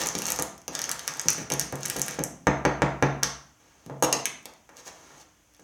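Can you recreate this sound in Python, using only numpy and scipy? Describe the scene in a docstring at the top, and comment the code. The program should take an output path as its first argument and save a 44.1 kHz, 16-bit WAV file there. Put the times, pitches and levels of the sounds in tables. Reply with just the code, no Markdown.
"""In a small hard kitchen, a spoon works a thick mixture in a paper cup on a thin plastic tray.
The tray crackles in short noise bursts, the table thumps and rings, the spoon drags in many tiny slips.
Five raps shake the spoon clean, then it is dropped aside and bounces, ringing; a sleeve rustles.
The kitchen answers with echoes, the phone's port rings near 6 kHz, and a soft hiss lies under it all."""
import sys
import numpy as np
from scipy import signal
from scipy.fft import rfft, irfft, next_fast_len
from scipy.io import wavfile

SR = 44100
rng = np.random.default_rng(int(sys.argv[2]) if len(sys.argv) > 2 else 0)


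def bounce(signal):
    """Save signal as a 16-bit WAV file at the path given by the first command-line argument."""
    frames = np.transpose(np.atleast_2d(signal))
    limited = np.clip(frames, -1, 1)
    pcm = np.round(limited * 32767).astype(np.int16)
    wavfile.write(sys.argv[1], SR, pcm)


def ratio_of_db(decibels):
    """Turn decibels (scalar or array-like) into linear amplitude factors; 0 dB maps to 1."""
    return 10 ** (np.asarray(decibels, float) / 20)


N = 248590  # length in samples
PORT_HZ, PORT_WIDTH_HZ, PORT_DB = 6300, 720, 14  # resonance of the phone's port


def conv(x, h):
    """Convolution cut to the length of the scene."""
    return signal.fftconvolve(x, h)[:N]


def band(x, lo_hz, hi_hz, order=2):
    """Butterworth band-pass: keeps what lies between two frequencies."""
    edges_hz = [lo_hz, min(hi_hz, .49 * SR)]
    return signal.sosfilt(signal.butter(order, edges_hz, "band", fs=SR, output="sos"), x)


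def along(table, hz):
    """Reads (Hz, value) points on a log frequency axis."""
    f, v = np.transpose(table)
    return np.interp(np.log(np.maximum(hz, 1)), np.log(f), v)


def peak1(x):
    """Scales to a peak of 1."""
    return x / np.max(np.abs(x))


def rms1(x):
    """Scales to an rms of 1."""
    return x / np.sqrt(np.mean(x ** 2))


def add(out, s, x):
    """Mixes x in at time s."""
    i = max(int(s * SR), 0)
    out[i:i + len(x)] += x[:N - i]


def ring(modes, scatter_db):
    """One strike of an object: a sum of dying sines, each excited a little differently."""
    t = np.arange(SR // 2) / SR
    hz, db, t60 = np.transpose(modes)[:, :, None]
    db = db + scatter_db * rng.standard_normal(db.shape)
    return np.sum(ratio_of_db(db - 60 * t / t60) * np.sin(2 * np.pi * hz * t), axis=0)


def burst(ms, chatter):
    """A sharp first contact, then a noisy chatter that dies with time constant ms."""
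    t = np.arange(SR // 20) / SR
    x = chatter * rng.standard_normal(len(t)) * np.exp(-1000 * t / max(ms, .1))
    x[0] = 1
    return x


def push(ms, chatter):
    """A sharp first contact, then a rough pressure that swells for ms and eases off."""
    t = 1000 * np.arange(SR // 12) / SR / max(ms, .1)
    x = chatter * rng.standard_normal(len(t)) * t * np.exp(1 - t)
    x[0] = 1
    return x


def slips(share, spread_db):
    """Tiny slips on a share of the samples, a few much larger than the rest."""
    happens = rng.random(N) < share
    return rng.standard_normal(N) * happens * ratio_of_db(spread_db * rng.exponential(size=N))


# Colour of the background hiss, only relative: f/Hz, level/dB (per Hz)
HISS_COLOUR = [(18, -63.5), (30, 7.5), (124, -12.5), (273, -18), (303, -5), (336, -20), (684, -17.5),
               (1280, -21), (3400, -24), (3770, -32), (6050, -31), (10500, -33), (16000, -35.5)]


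def floor():
    """The still room and the microphone's own hiss: steady noise shaped in frequency."""
    hz = np.fft.rfftfreq(next_fast_len(N + SR), 1 / SR)
    white = rfft(rng.standard_normal(2 * len(hz) - 2))
    hiss = irfft(white * ratio_of_db(along(HISS_COLOUR, hz)))[:N]
    return ratio_of_db(-61) * rms1(hiss)


# How long the kitchen's tail takes to fall by 60 dB: f/Hz, t60/s
TAIL_T60 = [(60, 0.36), (160, 0.98), (420, 0.4), (1100, 0.56), (2900, 0.44), (6500, 0.41), (10000, 0.26),
            (16000, 0.26)]
# Balance of the kitchen's tail, only relative: f/Hz, level/dB
TAIL_COLOUR = [(60, -28.5), (130, 5), (260, -2), (600, 6), (1500, 0), (3500, -2), (6500, -5.5),
               (10000, -9.5), (16000, -13)]
# Balance of the quick echoes, only relative: f/Hz, level/dB
QUICK_ECHO_COLOUR = [(100, 25.5), (500, -0.5), (2000, 9), (6000, -5), (14000, -10)]
EARLY_T60 = 0.04  # s


def kitchen(x):
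    """Quick echoes off table and cupboards, then a diffuse tail that dies band by band."""
    t = np.arange(int(.9 * SR)) / SR
    h = 0
    for hz in 60 * 2 ** np.arange(0, 8.4, .5):  # half-octave steps
        tail = ratio_of_db(along(TAIL_COLOUR, hz) - 60 * t / along(TAIL_T60, hz))
        early = ratio_of_db(along(QUICK_ECHO_COLOUR, hz) - 60 * t / EARLY_T60)
        noise = band(rng.standard_normal(len(t)), hz / 2 ** 0.23, hz * 2 ** 0.33)
        h = h + (tail + early) * noise
    fade_in = 1 - np.exp(-t / 0.0016)
    return conv(x, ratio_of_db(-31.5) * h * fade_in)


# Pressure of the spoon on the paper, as the level of its drag: t/s, level/dB
STIR_PRESSURE = [(0,-34.5),(.13,-51.5),(.3,-42.5),(.46,-57.5),(.53,-68.5),(.67,-106),(.73,-46.5),(1.0,-53.5),(1.43,-50.5),(1.5,-72),(1.62,-48),(1.72,-62.5),(1.85,-49),(2.14,-49),(2.29,-77)]


def stir_db(t):
    """Pressure of the stirring spoon at time t, in dB; practically none after the last point."""
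    return np.interp(t, *np.transpose(STIR_PRESSURE), right=-120)


# Ringing modes of the table top, levels only relative: f/Hz, level/dB, t60/s
TABLE_MODES = [(63, -11, .7), (71, -15, .5), (139, 1, .55), (194, -4, .3), (240, -6, .25), (297, -3, .38),
               (385, -9, .2), (511, -6, .2), (572, -8, .35), (641, -10, .15), (808, -7, .2),
               (911, -11, .15), (1010, -10, .15), (1202, -11, .12)]


def rumble():
    """The stirring shakes the table, whose lowest modes hum along."""
    pressure = ratio_of_db(stir_db(np.arange(N) / SR))
    low = ring([mode for mode in TABLE_MODES if mode[0] < 100], scatter_db=0)
    low = low / np.sqrt(np.sum(low ** 2))  # unit energy
    return ratio_of_db(-6) * conv(pressure * slips(0.067, spread_db=2.5), low)


# Sleeve and hands brushing, and the dropped spoon settling at 4.16 s: t/s, hold/s, dull level/dB, bright
# level/dB
BRUSHES = [(3.6,0.27,-67.5,-91.5),(4.16,0.049,-49,-68),(4.777,0.023,-55.5,-59),(4.871,0.0069,-48.5,-50),(4.93,0.25,-61,-68),(5.206,0.0074,-60,-59.5),(5.608,.04,-82,-72)]
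RUSTLE_ATTACK_S, RUSTLE_RELEASE_S = 0.014, 0.016  # time constants


def rub():
    """Gritty slips on paper, then smoother ones of cloth; under both a dull drag."""
    t = np.arange(N) / SR
    drag = rms1(band(slips(.2, spread_db=0.5), 150, 1500, order=1))
    # few slips sound gritty, many sound smooth
    paper = rms1(band(slips(.06, spread_db=2), 2600, 9500, order=1))
    cloth = rms1(band(slips(.4, spread_db=2), 2600, 9500, order=1))
    out = ratio_of_db(stir_db(t)) * (drag + ratio_of_db(-6) * paper)
    for s, hold, dull_db, bright_db in BRUSHES:
        rise = np.minimum(0, (t - s) / RUSTLE_ATTACK_S)
        fall = np.minimum(0, (s + hold - t) / RUSTLE_RELEASE_S)
        shape = np.exp(rise + fall)
        out += shape * (ratio_of_db(dull_db) * drag + ratio_of_db(bright_db) * cloth)
    return out


# Ringing modes of the steel spoon, levels only relative: f/Hz, level/dB, t60/s
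SPOON_MODES = [(2870, 0, .018), (4210, -23, .12), (5450, 1, .012), (6560, -4, .025), (7750, -4, .02),
               (8500, -3, .015), (9050, -20, .12), (10850, -6, .012), (10900, -25, .1), (11700, -7, .01),
               (13960, -12, .008)]
# Bounces of the dropped spoon: t/s, ring level/dB, rattle/ms, thud level/dB, clack level/dB
SPOON_BOUNCES = [(4.0248,-24,3,-7.5,-13.5),(4.035,-27,7.6,-35,-18),(4.0455,-27.5,4.5,-39,-19),(4.127,-14.5,2.06,-17,-8.5),(4.149,-34,2.1,-45,-33.5),(4.2557,-25,2.5,-42,-11.5),(4.456,-61.5,2.9,-35,-26.5)]


def spoon():
    """Steel coated in sticky mixture rattles and rings only briefly at every bounce."""
    out = np.zeros(N)
    for s, db, ms, _, _ in SPOON_BOUNCES:
        struck = signal.fftconvolve(burst(ms, chatter=.6), ring(SPOON_MODES, scatter_db=2.5))
        add(out, s, ratio_of_db(db) * peak1(struck))
    return out


# Bumps of spoon, cup and hands: t/s, level/dB, centre of the thud f/Hz, upper level/dB
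BUMPS = [(.009,-36,570,-18),(0.152,-25,314,-7),(.28,-26.5,900,-10),(0.39,-20,540,-9.5),(.682,-28,520,-25),(.751,-29,910,-17),(.891,-27.5,930,2.5),(1.078,-29.5,950,2.5),(1.258,-29,253,-17),(1.382,-30,322,0.5),(1.503,-29,400,-5),(1.515,-21,460,-14),(1.612,-37,252,2),(1.727,-23,435,-9),(1.851,-36.5,251,8.5),(1.961,-25,414,-10.5),(2.082,-36,392,10.5),(2.188,-20,381,-10.5),(3.8632,-37.5,200,-29),(3.898,-28,493,-25.5),(3.944,-43.5,292,-25),(4.6917,-42,650,-1.5),(4.867,-48,506,-14),(5.03,-47,696,-12),(5.106,-43,681,-3),(5.595,-46.5,400,-6)]
# Raps that shake the spoon clean: t/s, level/dB, centre of the thud f/Hz
SPOON_RAPS = [(2.4699,-8.5,547),(2.6517,-10,547),(2.82,-10,540),(3.0253,-10,510),(3.229,-20,960)]
# table ring over the thud: for bumps and raps it weakens when the thud is centred above the pivot
BUMP_WOOD_DB, RAP_WOOD_DB, BOUNCE_WOOD_DB = -5, 2, -18
WOOD_DB_PER_OCTAVE, WOOD_PIVOT_HZ = -7.5, 400
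RAP_UPPER_DB, BOUNCE_UPPER_DB, BOUNCE_HZ = -2.5, -28, 640
CONTACT_MS, SOFTER_MS_PER_DB = 1.8, 0.49  # softer blows press longer


def wood_db(db, hz):
    """Level of the table's ring: higher-pitched blows excite it less."""
    return db + WOOD_DB_PER_OCTAVE * max(np.log2(hz / WOOD_PIVOT_HZ), 0)


def knocks():
    """Each blow is a broad dull thud into the air and a ring of the table top under the phone."""
    thuds, rings = np.zeros(N), np.zeros(N)
    blows = [(s, db, hz, up, wood_db(BUMP_WOOD_DB, hz)) for s, db, hz, up in BUMPS]
    blows += [(s, db, hz, RAP_UPPER_DB, wood_db(RAP_WOOD_DB, hz)) for s, db, hz in SPOON_RAPS]
    blows += [(s, db, BOUNCE_HZ, BOUNCE_UPPER_DB, BOUNCE_WOOD_DB) for s, _, _, db, _ in SPOON_BOUNCES]
    for s, db, hz, upper_db, ring_db in blows:
        x = push(CONTACT_MS - SOFTER_MS_PER_DB * db, chatter=0.02)
        body = peak1(band(x, hz / 2.61, hz * 1.627))
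        upper = peak1(band(x, 1330, 2437))
        add(thuds, s, ratio_of_db(db) * (body - ratio_of_db(upper_db) * upper))
        table_ring = peak1(signal.fftconvolve(x, ring(TABLE_MODES, scatter_db=3.5)))
        add(rings, s, ratio_of_db(db + ring_db) * table_ring)
    return thuds, rings


def crackle(out_db, dull_db, mid_db, ms):
    """Thin plastic buckles: a broad click with its share of body and middle."""
    x = burst(ms, chatter=0.16)
    click = peak1(band(x, 6350, 12860))
    # the body lies where the port resonates, so it starts lower by the port's lift
    body = ratio_of_db(dull_db - PORT_DB) * peak1(band(x, 5110, 6830, order=1))
    middle = ratio_of_db(mid_db) * peak1(band(x, 1400, 6860))
    return ratio_of_db(out_db) * (click + body + middle)


# Single crackles and faint ticks: t/s, level/dB, dullness level/dB
SINGLE_CRACKLES = [(0.0363,-32.5,18),(0.0605,-20,6),(0.0707,-13.5,-18),(0.0881,-22,17),(0.1523,-23.5,11.5),(0.1814,-22,-3),(.1879,-17.5,6),(0.22,-18.5,4),(0.2556,-27,16.5),(0.2672,-16,5.5),(.2413,-28,2),(0.2813,-23.5,13.5),(0.291,-22,-7),(.3126,-28,3),(0.361,-25.5,6.5),(.3035,-11,-3),(0.3208,-8,-6),(.389,-27.5,21),(0.397,-21,12),(0.4235,-6.5,-8),(0.579,-38,5),(0.6173,-41.5,9),(.68,-27,11.5),(0.7518,-28,22),(0.7917,-20.5,5.5),(0.8176,-17.5,9),(0.8408,-26,11),(0.8935,-18,11.5),(0.9153,-9.5,0.5),(0.9937,-26.5,6.5),(1.0783,-13,10.5),(1.138,-39.5,22.5),(1.196,-31,17.5),(1.2151,-20.5,-6),(1.2847,-12.5,16),(1.304,-7.5,-22.5),(1.3316,-16.5,-3.5),(1.383,-32,10),(1.502,-19,5),(1.52,-20,14.5),(1.538,-15.5,4.5),(1.596,-8.5,8),(1.613,-26.5,12.5),(1.725,-24,2.5),(1.7558,-25,-7),(1.8322,-31,16),(1.8546,-26,13),(1.859,-12.5,2.5),(1.8825,-22,-14),(1.8999,-7,-11.5),(1.9646,-22.5,7),(1.987,-22.5,-8.5),(1.9954,-16.5,-6),(2.017,-6.5,-16.5),(2.063,-25.5,-6),(2.0824,-17,4),(2.11,-26,11.5),(2.1914,-32.5,12.5),(2.238,-9.5,-13.5),(3.233,-9,13.5),(3.8631,-37.5,5),(3.9,-47.5,-1),(4.001,-51,-2.5),(4.43,-46,-8),(4.5376,-43.5,6),(4.692,-53.5,15.5),(5.538,-50.5,5.5),(5.5474,-50.5,7),(5.5661,-50,6),(5.5973,-48.5,13)]
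# a duller crackle carries more middle (dB, dB per dB, dB)
MIDDLE_DB, MIDDLE_SLOPE, MIDDLE_SCATTER_DB = -6.5, 0.65, 5.5
BURST_MS = 1.08  # typical; each crackle varies around it
# small random crackles: level over the stirring pressure, scatter either way, mean dullness
SMALL_DB, SMALL_SCATTER_DB, SMALL_DULL_DB = 13.5, 8, 1.5
SMALL_COUNT, STIR_END_S = 45, 2.25
TICK_DB, TICK_DULL_DB, TICK_MIDDLE_DB, TICK_MS = -27, 3, 18, 2.1  # the tick on top of each rap
CLACK_DULL_DB, CLACK_MIDDLE_DB = 1.5, -1.5  # the clack of each bounce


def crackles():
    """Single crackles and faint ticks, random ones over the stirring, ticks of raps, clacks of bounces."""
    out = np.zeros(N)
    when, size, hue = rng.random((SMALL_COUNT, 3)).T
    when = when * STIR_END_S
    small_db = stir_db(when) + SMALL_DB + SMALL_SCATTER_DB * (2 * size - 1)
    small_dull_db = SMALL_DULL_DB + SMALL_SCATTER_DB * (2 * hue - 1)
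    for s, db, dull_db in list(SINGLE_CRACKLES) + list(zip(when, small_db, small_dull_db)):
        a, b = rng.standard_normal(2)
        mid_db = MIDDLE_DB + MIDDLE_SLOPE * dull_db + MIDDLE_SCATTER_DB * a
        add(out, s, crackle(db, dull_db, mid_db, BURST_MS * np.exp(0.52 * b)))
    for s, db, _ in SPOON_RAPS:
        add(out, s, crackle(db + TICK_DB, TICK_DULL_DB, TICK_MIDDLE_DB, TICK_MS))
    for s, _, ms, _, clack_db in SPOON_BOUNCES:
        add(out, s, crackle(clack_db, CLACK_DULL_DB, CLACK_MIDDLE_DB, ms))
    return out


def scene():
    """Airborne sources come with their echoes; the table's ring and rumble arrive directly."""
    thuds, rings = knocks()
    air = crackles() + thuds + spoon() + rub()
    return np.array([air + kitchen(air) + rings + rumble() + floor()])


def top_cut(x):
    """Nothing passes above the cut-off."""
    return signal.sosfilt(signal.butter(12, 17330, fs=SR, output="sos"), x)


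def record(dry):
    """The port resonance lifts the treble, the lowest bass is cut steeply, the loudest peaks are rounded."""
    port = signal.lfilter(*signal.iirpeak(PORT_HZ, PORT_HZ / PORT_WIDTH_HZ, fs=SR), dry)
    bass_cut = signal.butter(5, 58, "high", fs=SR, output="sos")
    x = signal.sosfilt(bass_cut, dry + (ratio_of_db(PORT_DB) - 1) * port)
    return top_cut(0.89 * np.tanh(x / 0.9))


dry = scene()
out = record(dry)
bounce(out)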